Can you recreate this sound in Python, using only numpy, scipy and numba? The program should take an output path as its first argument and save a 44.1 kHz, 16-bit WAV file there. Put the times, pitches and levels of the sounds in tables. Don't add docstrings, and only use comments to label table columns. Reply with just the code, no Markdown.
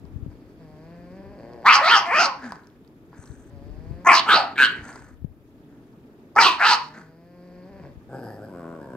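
import sys
import numpy as np
from scipy import signal
from scipy.fft import rfft, irfft
from scipy.io import wavfile
from scipy.ndimage import uniform_filter1d, minimum_filter1d
from numba import njit

SR = 44100
rng = np.random.default_rng(int(sys.argv[2]) if len(sys.argv) > 2 else 0)


def log_audio(samples):
    frames = np.atleast_2d(samples).T
    limited = np.clip(frames, -1, 1)
    pcm = np.round(limited * 32767).astype(np.int16)
    wavfile.write(sys.argv[1], SR, pcm)


def natural_amplitude(level_db):
    exponent = np.asarray(level_db, float) / 20
    return 10 ** exponent


N = 395136
TIME = np.arange(N) / SR

# time in s, throat level in dB, throat in Hz, push of breath in dB re throat.
FIRST_BURST = [
    [(1.642, -43, 647, -30.5), (1.662, -13.5, 1002, -17.5), (1.69, -3.5, 1210, -20),
     (1.715, -13.5, 1202, -13.5), (1.756, -16.5, 1212, -2.5), (1.81, -21.5, 886, -26.5)],
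    [(1.82, -24.5, 1145, -24.5), (1.85, -21, 1265, -8), (1.89, -18, 1060, -5.5), (1.94, -12, 1400, -18),
     (1.97, -15.5, 1169, -7.5), (1.992, -25, 896, -4.5), (2.05, -32.5, 900, -19)],
    [(2.06, -33, 770, -12.5), (2.102, -25.5, 854, -33), (2.15, -19, 1360, -22), (2.205, -17.5, 1356, -7.5),
     (2.26, -24, 1053, -0.5), (2.36, -49.5, 760, -65.5)],
]
SECOND_BURST = [
    [(4.047, -37, 800, -21), (4.056, -33.5, 850, -24), (4.065, -21, 900, -26.5), (4.07, -9.5, 1007, -24),
     (4.095, -7.5, 1118, -37.5), (4.15, -14.5, 1016, -6), (4.198, -22, 989, 0.5), (4.21, -36.5, 989, -11),
     (4.255, -44.5, 1000, -12)],
    [(4.258, -37, 1100, -17.5), (4.294, -15, 1480, -9.5), (4.34, -13.5, 1297, -4), (4.365, -18, 1286, -3),
     (4.385, -27, 1290, -2), (4.52, -47, 1259, -17)],
    [(4.558, -34, 1700, -8.5), (4.573, -41.5, 1600, -14), (4.578, -25, 1450, -10.5),
     (4.6, -13.5, 1600, -23), (4.626, -11.5, 1582, -16), (4.655, -17, 1560, -8),
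     (4.675, -30.5, 1550, -14.5), (4.8, -48, 1564, -22)],
]
THIRD_BURST = [
    [(6.352, -47.5, 800, -20), (6.36, -43, 850, -24), (6.363, -14.5, 874, -26), (6.376, -17.5, 1200, -28.5),
     (6.387, -11, 1400, -28.5), (6.415, -14.5, 1200, -4), (6.445, -16, 1150, -5), (6.47, -15.5, 1050, -5.5),
     (6.575, -38, 950, -13)],
    [(6.578, -39.5, 1010, -18.5), (6.602, -27, 1400, -14.5), (6.608, -19.5, 1440, -27),
     (6.66, -15, 1300, -9.5), (6.7, -19.5, 1400, -1), (6.742, -20.5, 1150, -1), (6.768, -32, 970, -13),
     (6.88, -49, 990, -6.5)],
]
ALL_BARKS = FIRST_BURST + SECOND_BURST + THIRD_BURST
# time in s, pitch in Hz.
BARK_PITCH = [
    [(1.642, 170), (1.665, 222.4), (1.688, 261.3), (1.722, 216.2), (1.752, 265.4), (1.8, 288.3)],
    [(1.81, 598.8), (1.85, 634), (1.877, 763.3), (1.882, 383.9), (1.9, 422.1), (1.925, 458.1), (1.945, 451),
     (1.98, 389.3)],
    [(2.05, 345.4), (2.1, 350.8), (2.145, 592.9), (2.175, 630.2), (2.205, 693.6), (2.235, 720.4),
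     (2.26, 538.7)],
    [(4.05, 330), (4.09, 360.3), (4.15, 335.5)],
    [(4.26, 372.4), (4.3, 429.1), (4.335, 326.7)],
    [(4.558, 125.9), (4.595, 150.7), (4.62, 127.5), (4.64, 111.3), (4.66, 105.4)],
    [(6.352, 429.8), (6.372, 403.5), (6.39, 462.4), (6.41, 400), (6.45, 378.4), (6.48, 335.6)],
    [(6.58, 298.2), (6.645, 392.3), (6.67, 451), (6.74, 477.7)],
]
START_ROUGHNESS = [.12, .45, .1, .5, .5, .12, .42, .55]
# time in s, muzzle width in Hz, throat width at the start in Hz,
# top of the air in dB.
GAPE = [(1.754, 1700, 522.4, -3.5), (1.979, 1400, 900, 1), (2.232, 1800, 900, -3.5), (4.189, 1700, 420, -6),
        (4.34, 1100, 560, -3), (4.65, 1200, 417, -4), (6.447, 1900, 500, -2), (6.691, 1600, 950, -6)]
# time in s, mouth in Hz, mouth level in dB re throat, muzzle in Hz,
# cheeks 0-1.
FIRST_MOUTH = [
    [(1.642, 1200, -21, 3400, 0), (1.67, 1776, -6.5, 3700, 0.34), (1.7, 2353, -1, 4100, 0.05),
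     (1.73, 2950, -4, 4600, 1), (1.76, 2687, -9.5, 4900, 0), (1.81, 2410, -15.5, 4500, 0.4)],
    [(1.82, 1900, -6.5, 3700, 0), (1.87, 2090, -4, 3900, 1), (1.93, 3226, -4.5, 4500, 1),
     (1.98, 2767, -8.5, 5100, 0.34), (2.05, 2500, -13, 4800, 0.05)],
    [(2.06, 1970, -2, 4700, 0.4), (2.11, 2200, -6.5, 4700, 1), (2.19, 2650, -4.5, 4810, 1),
     (2.27, 2480, -11, 4700, 0.12), (2.36, 2475, -29, 4600, 0.05)],
]
SECOND_MOUTH = [
    [(4.047, 1400, -10.5, 6263, .2), (4.075, 1800, -8, 6420, 0.23), (4.1, 2150, -1.5, 5100, 0.12),
     (4.13, 2500, -13.5, 4785, 0.39), (4.16, 2700, -14.5, 4360, 0.16), (4.19, 2730, -2.5, 3863, 0.061),
     (4.255, 2722, -11.5, 4500, .15)],
    [(4.258, 1700, -11.5, 2627, .3), (4.3, 2300, -13.5, 2955, 0.26), (4.34, 2600, -15, 3780, 0.26),
     (4.37, 2668, -5, 4327, 0.15), (4.52, 2600, -15.5, 4430, .2)],
    [(4.558, 2000, -10.5, 3316, 0.1), (4.58, 2250, -1, 3520, 0.1), (4.61, 2600, -14.5, 3738, 0.1),
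     (4.655, 3050, -4.5, 4030, 0.6), (4.8, 2296, -11.5, 4150, 0.49)],
]
THIRD_MOUTH = [
    [(6.352, 1196, -25, 4970, 0.067), (6.388, 2080, -2, 5110, 0.14), (6.415, 2554, -16.5, 4555, 0.76),
     (6.445, 2906, -2, 4010, 0.049), (6.5, 2540, -5.5, 3800, 0.03), (6.575, 2563, -5, 4200, 0.1)],
    [(6.578, 1700, -9.5, 4200, 0.33), (6.63, 2313, -6.5, 4140, 0.49), (6.67, 2890, -8, 4150, 1),
     (6.72, 2580, -6, 4280, 0.5), (6.76, 2670, -9, 4600, 0.061), (6.88, 2650, -20, 4400, 0.15)],
]
# time in s, centre in Hz, level in dB re throat.
PHARYNX = [
    [(1.642, 901, -15.5), (1.75, 888, -10), (1.81, 800, -5.5)],
    [(1.82, 596, -3.5), (1.85, 640, -5), (1.9, 880, -8), (1.95, 860, -11), (1.99, 870, 2),
     (2.05, 886, -3.5)],
    [(2.06, 708, -4), (2.105, 706, -9), (2.115, 481, -10.5), (2.15, 611, -13), (2.19, 778, -7),
     (2.24, 911, -1.5), (2.36, 800, 6)],
    [(4.047, 880.6, -7.5), (4.15, 869, -8), (4.255, 837.3, -7)],
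    [(4.258, 780, -0.5), (4.3, 954, -12), (4.35, 710, -15), (4.38, 756, 5.5), (4.52, 760, 4)],
    [(4.558, 903, -19.5), (4.8, 915, -24.5)],
    [(6.352, 897, -3), (6.37, 892, -1.5), (6.4, 850, -7), (6.425, 987, 0.5), (6.575, 950, -10)],
    [(6.578, 800, -8), (6.65, 769, -10), (6.67, 929, -5.5), (6.73, 930, 3.5), (6.88, 920, -3)],
]
AIR_DB = [-24, -26.5, -25, -22, -27, -21, -24, -23]
CHEST_DB = [-29, -27.5, -21.5, -22.5, -20, -26, -19, -23.5]
# centre in Hz, width in Hz, level in dB.
TEETH = [(7230, 3100, -2), (8860, 510, -13), (12600, 4300, -6), (14710, 1800, -14.5)]
GAPE_ROUGHNESS, MUZZLE_LAG_POWER, MOUTH_WIDTH_HZ = .55, 1.3, 700
CLOSE_S, LATE_WIDTH_SHARE = 0.07, 0.27
AIR_FOLLOWS = 0.33
TEETH_WANDER, TEETH_OWN = .07, 1.1

# time in s, level in dB, pitch in Hz.
GROWLS = [
    [(0.3, -56.5, 150), (0.59, -66.5, 160.8), (0.597, -49.5, 169.1), (0.64, -50, 157.8),
     (0.755, -50, 151.7), (0.94, -44.5, 172.4), (1.076, -46, 176), (1.164, -44.5, 189.6),
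     (1.375, -46.5, 205.8), (1.385, -45.5, 110.6), (1.5, -44, 118.9), (1.64, -44.5, 117.7)],
    [(3.5, -54, 143.8), (3.6, -54.5, 138.6), (3.89, -47.5, 166), (4.012, -46, 179), (4.045, -49, 180.3)],
    [(6.8, -54, 149.2), (7.118, -54, 162), (7.296, -50, 175.6), (7.62, -46.5, 180.7), (7.68, -47, 188.2),
     (7.71, -47, 200.5), (7.8, -44, 195), (7.807, -46, 147.6), (7.857, -43, 144), (7.92, -58.5, 144.3)],
]
# time in s, level in dB, pitch in Hz.
GRUMBLE = [
    [(8.092, -47, 125.2), (8.15, -37.5, 133.6), (8.225, -40, 118.7), (8.35, -44, 102.3),
     (8.44, -43.5, 109.8), (8.49, -43.5, 101.4), (8.528, -42, 89.8), (8.64, -39, 82.36), (8.706, -39, 84.9),
     (8.78, -41.5, 79.1), (8.872, -42.5, 66), (8.96, -39, 61.68)],
]
# start in s, end in s, roughness 0-1.
RATTLE = [(0, .59, .9), (1.15, 1.38, .2), (1.38, 1.66, .35), (3.5, 4.05, .05), (6.8, 7.42, .05),
          (7.42, 7.8, .2), (7.8, 7.95, .6), (8.09, 8.5, .55), (8.5, 8.8, .12), (8.8, 8.96, .3)]
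# centre in Hz, width in Hz, level in dB.
CHEST = [(170, 42, 7.5), (336, 90, -4.5), (537, 270, -1.5)]
# centre in Hz, width in Hz, level in dB.
JAWS = [(730, 67, -1.5), (1060, 240, 3.5), (1400, 360, -1.5), (1710, 630, 1), (2440, 760, -5)]
# centre in Hz, width in Hz, level in dB.
NOSE = [(4600, 1200, 4.5), (7700, 500, -15), (12460, 1300, -22)]
# time in s, level in dB.
LIPS = [(1.2, -14), (1.4, -8), (1.64, 7), (3.5, -12), (4.04, -3), (7.4, -9), (7.44, -14), (7.92, -3)]
# centre in Hz, width in Hz, level in dB.
DEEP_CHEST = [(141, 110, 12), (276.5, 230, 9.5), (544, 320, 9)]
# width in Hz, level in dB.
DEEP_JAWS = [
    (210, 30.5),
    (250, 23.5),
    (500, 15.5),
]
# centre in Hz, width in Hz, level in dB, share of the nostril level.
DEEP_NOSE = [(4900, 670, 3.5, 1.1), (7940, 2400, -10, -0.75), (11960, 2400, -4, 1.4)]
# time in s, first in Hz, second in Hz, third in Hz, nostrils in dB.
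GRUMBLE_JAWS = [(8.09, 686, 1555, 1100, -8.5), (8.2, 740, 1560, 1090, 2), (8.36, 720, 1810, 1177, 3.5),
                (8.41, 650, 1430, 1050, -4), (8.45, 653, 1600, 1053, 2), (8.55, 1037, 1466, 1660, -3.5),
                (8.78, 1030, 1440, 1610, -5.5), (8.82, 910, 1630, 1305, -2), (8.96, 950, 1580, 1300, -5)]
SMOOTH_ROUGHNESS = .11

# start in s, swell in s, peak in dB, fade in dB per s,
# nostril whistle in dB re snout.
SNORTS = [
    (2.39, 0.061, -39, 122.5, -22.5),
    (3.117, 0.027, -56, 39, -3),
    (4.76, 0.13, -44, 73, -13.5),
    (5.675, .03, -66.5, 70.5, -16),
    (6.9, 0.074, -45, 172, -21),
]
# centre in Hz, width in Hz, level in dB.
SNOUT = [(350, 610, 6.5), (800, 600, 11.5), (1550, 580, 17), (2200, 860, -14), (4200, 2500, -3.5)]
# centre in Hz, width in Hz, level in dB.
NOSTRILS = [(6010, 490, 18), (7430, 1000, 14), (8650, 900, 10.5), (9300, 1000, 9.5)]
# loudest time in s, level in dB, pitch in Hz.
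FLUTTER = [
    (2.453, -29, 253.3),
    (6.974, -38, 223.3),
]
SNORT_SWELL_DB, SNORT_LONGEST_S, WHISTLE_LAG_S = 9, .385, 0.066
FLUTTER_RISE_DB_PER_S, FLUTTER_FALL_DB_PER_S, FLUTTER_SAG_HZ_PER_S = 390, 161.5, 880

# time in s, peak in dB, low part in dB re peak, ring in Hz.
SMACKS = [(0.0533, -51.5, 9, 4900), (1.5342, -46, 2, 4900), (2.5217, -30.5, 15.5, 4900),
          (2.5571, -42.5, 14.5, 5030), (2.636, -52, -8, 4000), (2.701, -51.5, -8, 3500),
          (3.318, -50.5, -6, 4000), (4.92, -52, 8, 1600), (5.03, -47.5, -1, 2200), (5.133, -55, 3, 1594),
          (2.6455, -52.5, 1, 4450), (2.6713, -43.5, -4, 5440), (2.848, -51.5, -8, 3700),
          (2.877, -49, -7, 4800), (3.2402, -47.5, 11, 4000), (3.258, -43.5, -9, 5470),
          (3.2753, -45, -9, 4200), (4.049, -39, 7.5, 6640), (4.059, -32.5, 8.5, 6500),
          (6.355, -40, 4.5, 4997), (6.362, -32.5, 7.5, 5030), (4.851, -46, -8, 7500),
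          (4.8906, -30, 1.5, 1650), (5.037, -54, -6, 7800), (3.13, -58, 25.5, 1600), (8.1, -55, 0, 1567),
          (4.9288, -40.5, -4.5, 4940), (4.9582, -39, 13, 4920), (4.9927, -45.5, 9, 5290)]

# time in s, peak in dB, pitch in Hz, left minus right in dB.
BUMPS = [(0.041, -44, 152, 23), (0.137, -43, 95, 24), (0.159, -36.5, 92, 24), (0.224, -37, 81, 23),
         (0.262, -35, 149, 21.5), (0.281, -35, 81, 8), (3.19, -41, 96, 11.5), (3.3, -43, 94.8, 23),
         (3.317, -45.5, 109.6, 19), (3.909, -36.5, 113, 27), (4.788, -41.5, 74, 0), (4.821, -40.5, 79.8, 2),
         (5.219, -43, 80.3, 24), (5.245, -32, 139.3, 24.5), (7.969, -49.5, 68.2, 29)]
# time in s, rumble in dB, build in dB per s, ease in dB per s.
GRIP = [(.25, -41.5, 26, 95), (1.302, -52, 6.5, 18), (3.95, -36.5, 27.5, 197), (5.302, -47, 21.5, 94.5),
        (7.85, -53, 27, 22)]
GRIP_REST_DB = -62.5

# frequency in Hz, level in dB per Hz.
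ROOM_TONE = [(35, -39), (60, -21.5), (139, -5), (175, -9.5), (277, -2.5), (422, -11.5), (590, -20.5),
             (791, -23), (1420, -29), (9000, -49), (11700, -77.5), (19800, -120)]
# frequency in Hz, likeness -1 to 1.
LIKENESS = [(60, 0.85), (180, 1.2), (550, 0.85), (1650, -0.13), (4970, 0.14), (15000, -1)]
# time in s, level in dB.
ROOM_TONE_DB = [(0, -48), (2.9, -51), (4.8, -44), (5.25, -56), (5.6, -50), (6.3, -49.5), (7.2, -55),
                (8.0, -48.5), (8.96, -48.5)]

# frequency in Hz, left minus right in dB.
PORTS = [(60, 11), (110, 1.5), (200, 1), (380, 3), (700, 0.5), (1290, -0.5), (2380, 2.5), (4400, -9),
         (8120, 10), (15000, -4.5)]
# frequency in Hz, lead of the left in radians.
PORT_PHASE = [(0, 0), (5860, 1.53), (10900, 2), (12200, 11), (15800, 17.5)]
ROOM_T60_S, ROOM_DB, WALL_CUT_HZ = 0.33, -18.5, 2100
SCATTER_DB, SCATTER_T60_S, SCATTER_HZ = -9, .03, 3300
HISS_DB, HISS_HZ, HISS_WIDTH_HZ = -71, 13000, 5900
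LIMIT = .98


def barks():
    gate, level_db, throat_hz, muzzle_db = joined(ALL_BARKS)
    which, way_open, closing = jaw_swing()
    widening = way_open ** MUZZLE_LAG_POWER
    muzzle_width, throat_width, top_db = np.array(GAPE)[which, 1:].T
    mouth_hz, mouth_db, muzzle_hz, cheeks = joined(FIRST_MOUTH + SECOND_MOUTH + THIRD_MOUTH)[1:]
    pharynx_hz, pharynx_db = joined(PHARYNX)[1:]
    throat_width = throat_width * (1 - (1 - LATE_WIDTH_SHARE) * closing)
    rough = np.array(START_ROUGHNESS)[which] * (1 - widening) + GAPE_ROUGHNESS * widening
    voice, puffs = folds(joined(BARK_PITCH)[1], rough)

    throat = steep(steep(voice, throat_hz, throat_width), throat_hz, 1.8 * throat_width)
    throat = throat + cheeks * steep(voice, 1800.0, 1900.0)
    throat = even(cut(throat, [700, 1950], "band", order=4), size=700)
    mouth = steep(steep(voice + .4 * puffs, mouth_hz, MOUTH_WIDTH_HZ), mouth_hz, 1400.0)
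    muzzle = steep(steep(voice + 2.0 * puffs, muzzle_hz, muzzle_width), muzzle_hz, 2.7 * muzzle_width)
    upper = natural_amplitude(mouth_db) * even(mouth, size=700) + natural_amplitude(muzzle_db) * even(muzzle, size=700)
    pharynx = natural_amplitude(pharynx_db) * even(steep(voice, pharynx_hz, 220.0), size=700)
    air_db = np.array(AIR_DB)[which] + AIR_FOLLOWS * muzzle_db
    air = natural_amplitude(air_db) * teeth(puffs, top_db)
    chest_db = np.array(CHEST_DB)[which] + 3.8 * drift(31)
    chest = natural_amplitude(chest_db) * even(cut(voice + 0.4 * puffs, [180, 520], "band", order=3))
    return gate * natural_amplitude(level_db) * (throat + upper + pharynx + air + chest)


def jaw_swing():
    starts = np.array([t[0][0] for t in ALL_BARKS])
    which = np.clip(np.searchsorted(starts, TIME) - 1, 0, None)
    age, gape_s = np.clip(TIME - starts[which], 0, None), np.array(GAPE)[which, 0]
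    way_open = np.clip(age / (gape_s - starts[which]), 0, 1)
    return which, way_open, np.clip((TIME - gape_s) / CLOSE_S, 0, 1)


def folds(pitch, rough):
    cycles = np.cumsum(pitch * (1 + .125 * rough * drift(90))) / SR
    closure = np.diff(np.floor(cycles), prepend=0) * natural_amplitude(4 * rough * np.clip(drift(200), -3, 1.5))
    puffs = even(rng.standard_normal(N) * (0.4 + np.exp(-4.5 * (cycles % 1))))
    return np.sqrt(1 - rough ** 2) * even(closure, size=3000) + rough * puffs, puffs


def teeth(puffs, top_db):
    eddies, out = puffs + TEETH_OWN * rng.standard_normal((2, N)), 0
    for hz, width, db in TEETH:
        wander_hz = hz * (1 + TEETH_WANDER * np.tanh(drift(10)))
        gain = natural_amplitude(db + top_db * (hz > 10000) + 2.6 * drift(12))
        out = out + gain * np.array([even(steep(port, wander_hz, width)) for port in eddies])
    return out


def growls():
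    (hz, width, db), *upper = JAWS
    parted = [(hz, width, db + joined([LIPS])[1])] + upper
    rising = growl(GROWLS, CHEST, parted, NOSE, mouth_db=-17.5, rattle_db=3.0, nose_db=-40.0,
                   strain_db=-1.5, pulsed=0.24)
    *shifting_hz, nostrils_db = joined([GRUMBLE_JAWS])[1:]
    shifting = [(hz, width, db) for hz, (width, db) in zip(shifting_hz, DEEP_JAWS)]
    nose = [(hz, width, db + follows * nostrils_db) for hz, width, db, follows in DEEP_NOSE]
    grumble = growl(GRUMBLE, DEEP_CHEST, shifting, nose, mouth_db=-11.5, rattle_db=6.0,
                    nose_db=-42.5 + nostrils_db, strain_db=4, pulsed=2.0)
    gate, _, pitch = joined(GRUMBLE)
    hum = gate * natural_amplitude(peak_shape(8.25, -37.5, 60, 60)) * np.sin(2 * np.pi * np.cumsum(pitch) / SR)
    return rising + hum + grumble


def growl(tables, chest, jaws, nose, mouth_db, rattle_db, nose_db, strain_db, pulsed):
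    gate, level_db, pitch = joined(tables)
    rough = SMOOTH_ROUGHNESS + sum((r - SMOOTH_ROUGHNESS) * (TIME >= a) * (TIME < b) for a, b, r in RATTLE)
    rough = uniform_filter1d(rough, size=1500)
    mouth_db = mouth_db + rattle_db * rough + 5 * rough * drift(14)
    voice, puffs = folds(pitch, rough)
    body = tract(voice, chest) + natural_amplitude(mouth_db) * tract(voice + .2 * puffs, jaws)
    leak_db = nose_db + .5 * (level_db + mouth_db) + strain_db * np.log2(pitch / 100) + 1.1 * drift(4.9)
    return gate * (natural_amplitude(level_db) * body + natural_amplitude(leak_db) * tract(puffs + pulsed * voice, nose))


def snorts():
    rasp = rng.standard_normal(N) * natural_amplitude(2.0 * drift(116.7) + 2.3 * drift(50))
    snout, nostrils, out = tract(rasp, SNOUT), tract(rasp, NOSTRILS), 0
    for s, swell_s, db, fade, whistle_db in SNORTS:
        gate = uniform_filter1d(1. * (TIME > s) * (TIME < s + SNORT_LONGEST_S), size=300)
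        level = natural_amplitude(peak_shape(s + swell_s, db, SNORT_SWELL_DB / swell_s, fade))
        flow_up = np.clip((TIME - s) / WHISTLE_LAG_S - .5, 0, 1)
        out = out + gate * level * (snout + natural_amplitude(whistle_db) * flow_up * nostrils)
    for s, db, hz in FLUTTER:
        pitch = np.clip(hz - FLUTTER_SAG_HZ_PER_S * np.clip(TIME - s, 0, None), 100, None)
        level = natural_amplitude(peak_shape(s, db - 4.0, FLUTTER_RISE_DB_PER_S, FLUTTER_FALL_DB_PER_S))
        out = out + level * np.sin(2 * np.pi * np.cumsum(pitch) / SR)
    return out


def smacks():
    out, t = np.zeros(N), np.arange(600) / SR
    for (s, db, low_db, hz), crack in zip(SMACKS, rng.standard_normal((len(SMACKS), 600))):
        bright = (np.sin(2 * np.pi * hz * t) + .2 * crack) * np.exp(-t / .0006)
        pop = np.sin(2 * np.pi * 1000 * t + crack[0]) * np.exp(-t / .0016) * (1 - np.exp(-t / .0003))
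        out[round(s * SR):][:600] += natural_amplitude(db) * (bright + natural_amplitude(low_db - 3) * pop)
    return out


def living_room(x):
    t = np.arange(SR // 2) / SR
    wash = cut(rng.standard_normal((3, len(t))), [280, WALL_CUT_HZ], "band", order=1)
    wash = wash * natural_amplitude(-60 * t / ROOM_T60_S) * (t > .004)
    wash = (wash[0] + 2.0 * cut(wash[1:], 1400, "high", order=1)) / np.sqrt(np.sum(wash[0] ** 2))
    scatter = cut(rng.standard_normal((2, len(t))), SCATTER_HZ, "high") * natural_amplitude(-60 * t / SCATTER_T60_S)
    wash = natural_amplitude(ROOM_DB) * wash + natural_amplitude(SCATTER_DB) * scatter / np.sqrt(np.sum(scatter[0] ** 2))
    heard = x + signal.fftconvolve(x, wash, axes=1)[:, :N]
    hz = np.arange(1, N // 2 + 2) * SR / N
    left = natural_amplitude(at_hz(PORTS, hz) / 2) * np.exp(.5j * np.interp(hz, *np.transpose(PORT_PHASE)))
    return irfft(rfft(heard) * [left, 1 / left], N)


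def handling(rumble_db):
    lumps = [cut(rng.standard_normal(N), [30, 105], "band") * natural_amplitude(1.1 * drift(3.7)) for port in range(2)]
    lumps = np.array(lumps)
    out = natural_amplitude(rumble_db) * lumps / lumps.std() * natural_amplitude([[4.5], [-7]])
    t = np.arange(2200) / SR
    for s, db, hz, pan_db in BUMPS:
        push = np.sin(2 * np.pi * hz * t) * np.exp(-t * hz * 1.8) * (1 - np.exp(-t * hz * 9)) ** 2 * 3.97
        start = round(s * SR)
        out[:, start:start + 2200] += natural_amplitude(db) * push * natural_amplitude([[pan_db / 2], [-pan_db / 2]])
    return out


def room_tone(room_db):
    out, edges = 0, 40 * 2 ** np.arange(0, 9, .5)
    white = rng.standard_normal((2, 2, N))
    for k, (low, high) in enumerate(zip(edges, edges[1:])):
        mid, side = cut(white[k % 2], [low, high], "band")
        hz = np.sqrt(low * high)
        alike = np.clip(at_hz(LIKENESS, hz), -1, 1)
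        gain = natural_amplitude(at_hz(ROOM_TONE, hz) + 1.6 * drift(26))
        out = out + gain * (np.sqrt(1 + alike) * mid + np.sqrt(1 - alike) * side * [[1], [-1]])
    return natural_amplitude(room_db) * out / out.std()


def joined(tables):
    s, *columns = np.transpose(sum([list(t) for t in tables], []))
    gate = sum((TIME >= t[0][0]) * (TIME < t[-1][0] + .012) for t in tables) > 0
    return [uniform_filter1d(gate * 1., size=132)] + [np.interp(TIME, s, c) for c in columns]


def peak_shape(s, db, rise, fall):
    return db - np.where(TIME < s, rise * (s - TIME), fall * (TIME - s))


def at_hz(points, hz):
    return np.interp(np.log(hz), np.log(np.array(points)[:, 0]), np.array(points)[:, 1])


def even(x, size=1800):
    return x / np.sqrt(uniform_filter1d(x ** 2, size=size) + 1e-12)


def drift(rate_hz):
    slow = signal.sosfilt(signal.butter(2, rate_hz, fs=SR, output="sos"), rng.standard_normal(N))
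    return slow / slow.std()


def cut(x, hz, kind, order=2):
    return signal.sosfilt(signal.butter(order, hz, kind, fs=SR, output="sos"), x)


@njit
def glide(x, hz, width, sr):
    y = np.zeros(len(x))
    for i in range(2, len(x)):
        r = np.exp(-np.pi * width[i] / sr)
        push = (1 - r * r) / 2 * (x[i] - x[i - 2])
        y[i] = push + 2 * r * np.cos(2 * np.pi * hz[i] / sr) * y[i - 1] - r * r * y[i - 2]
    return y


def steep(x, hz, width):
    hz, width = hz + np.zeros(N), width + np.zeros(N)
    return glide(glide(x, hz, width, SR), hz, width, SR)


def tract(x, modes):
    parts = [(-1) ** k * natural_amplitude(db) * steep(x, hz, width) for k, (hz, width, db) in enumerate(modes)]
    return even(sum(parts), size=3000)


def scene():
    dogs = living_room(barks() + growls() + snorts() + smacks())
    rumble_db = np.max([peak_shape(*row) for row in GRIP], axis=0).clip(GRIP_REST_DB, None)
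    return dogs + room_tone(joined([ROOM_TONE_DB])[1]) + handling(rumble_db)


def low_pass(x):
    return signal.sosfilt(signal.butter(12, 15850, fs=SR, output="sos"), x)


def record(dry):
    hiss = np.array([steep(rng.standard_normal(N), HISS_HZ, HISS_WIDTH_HZ) for port in range(2)])
    gain = np.minimum(1, LIMIT / (np.abs(dry).max(axis=0) + 1e-9))
    gain = uniform_filter1d(minimum_filter1d(gain, size=400), size=400)
    top_cut = signal.cheby2(16, 50, 16200, fs=SR, output="sos")
    heard = signal.sosfilt(top_cut, gain * dry + natural_amplitude(HISS_DB) * hiss)
    return low_pass(cut(heard, 36, "high"))


dry = scene()
out = record(dry)
log_audio(out)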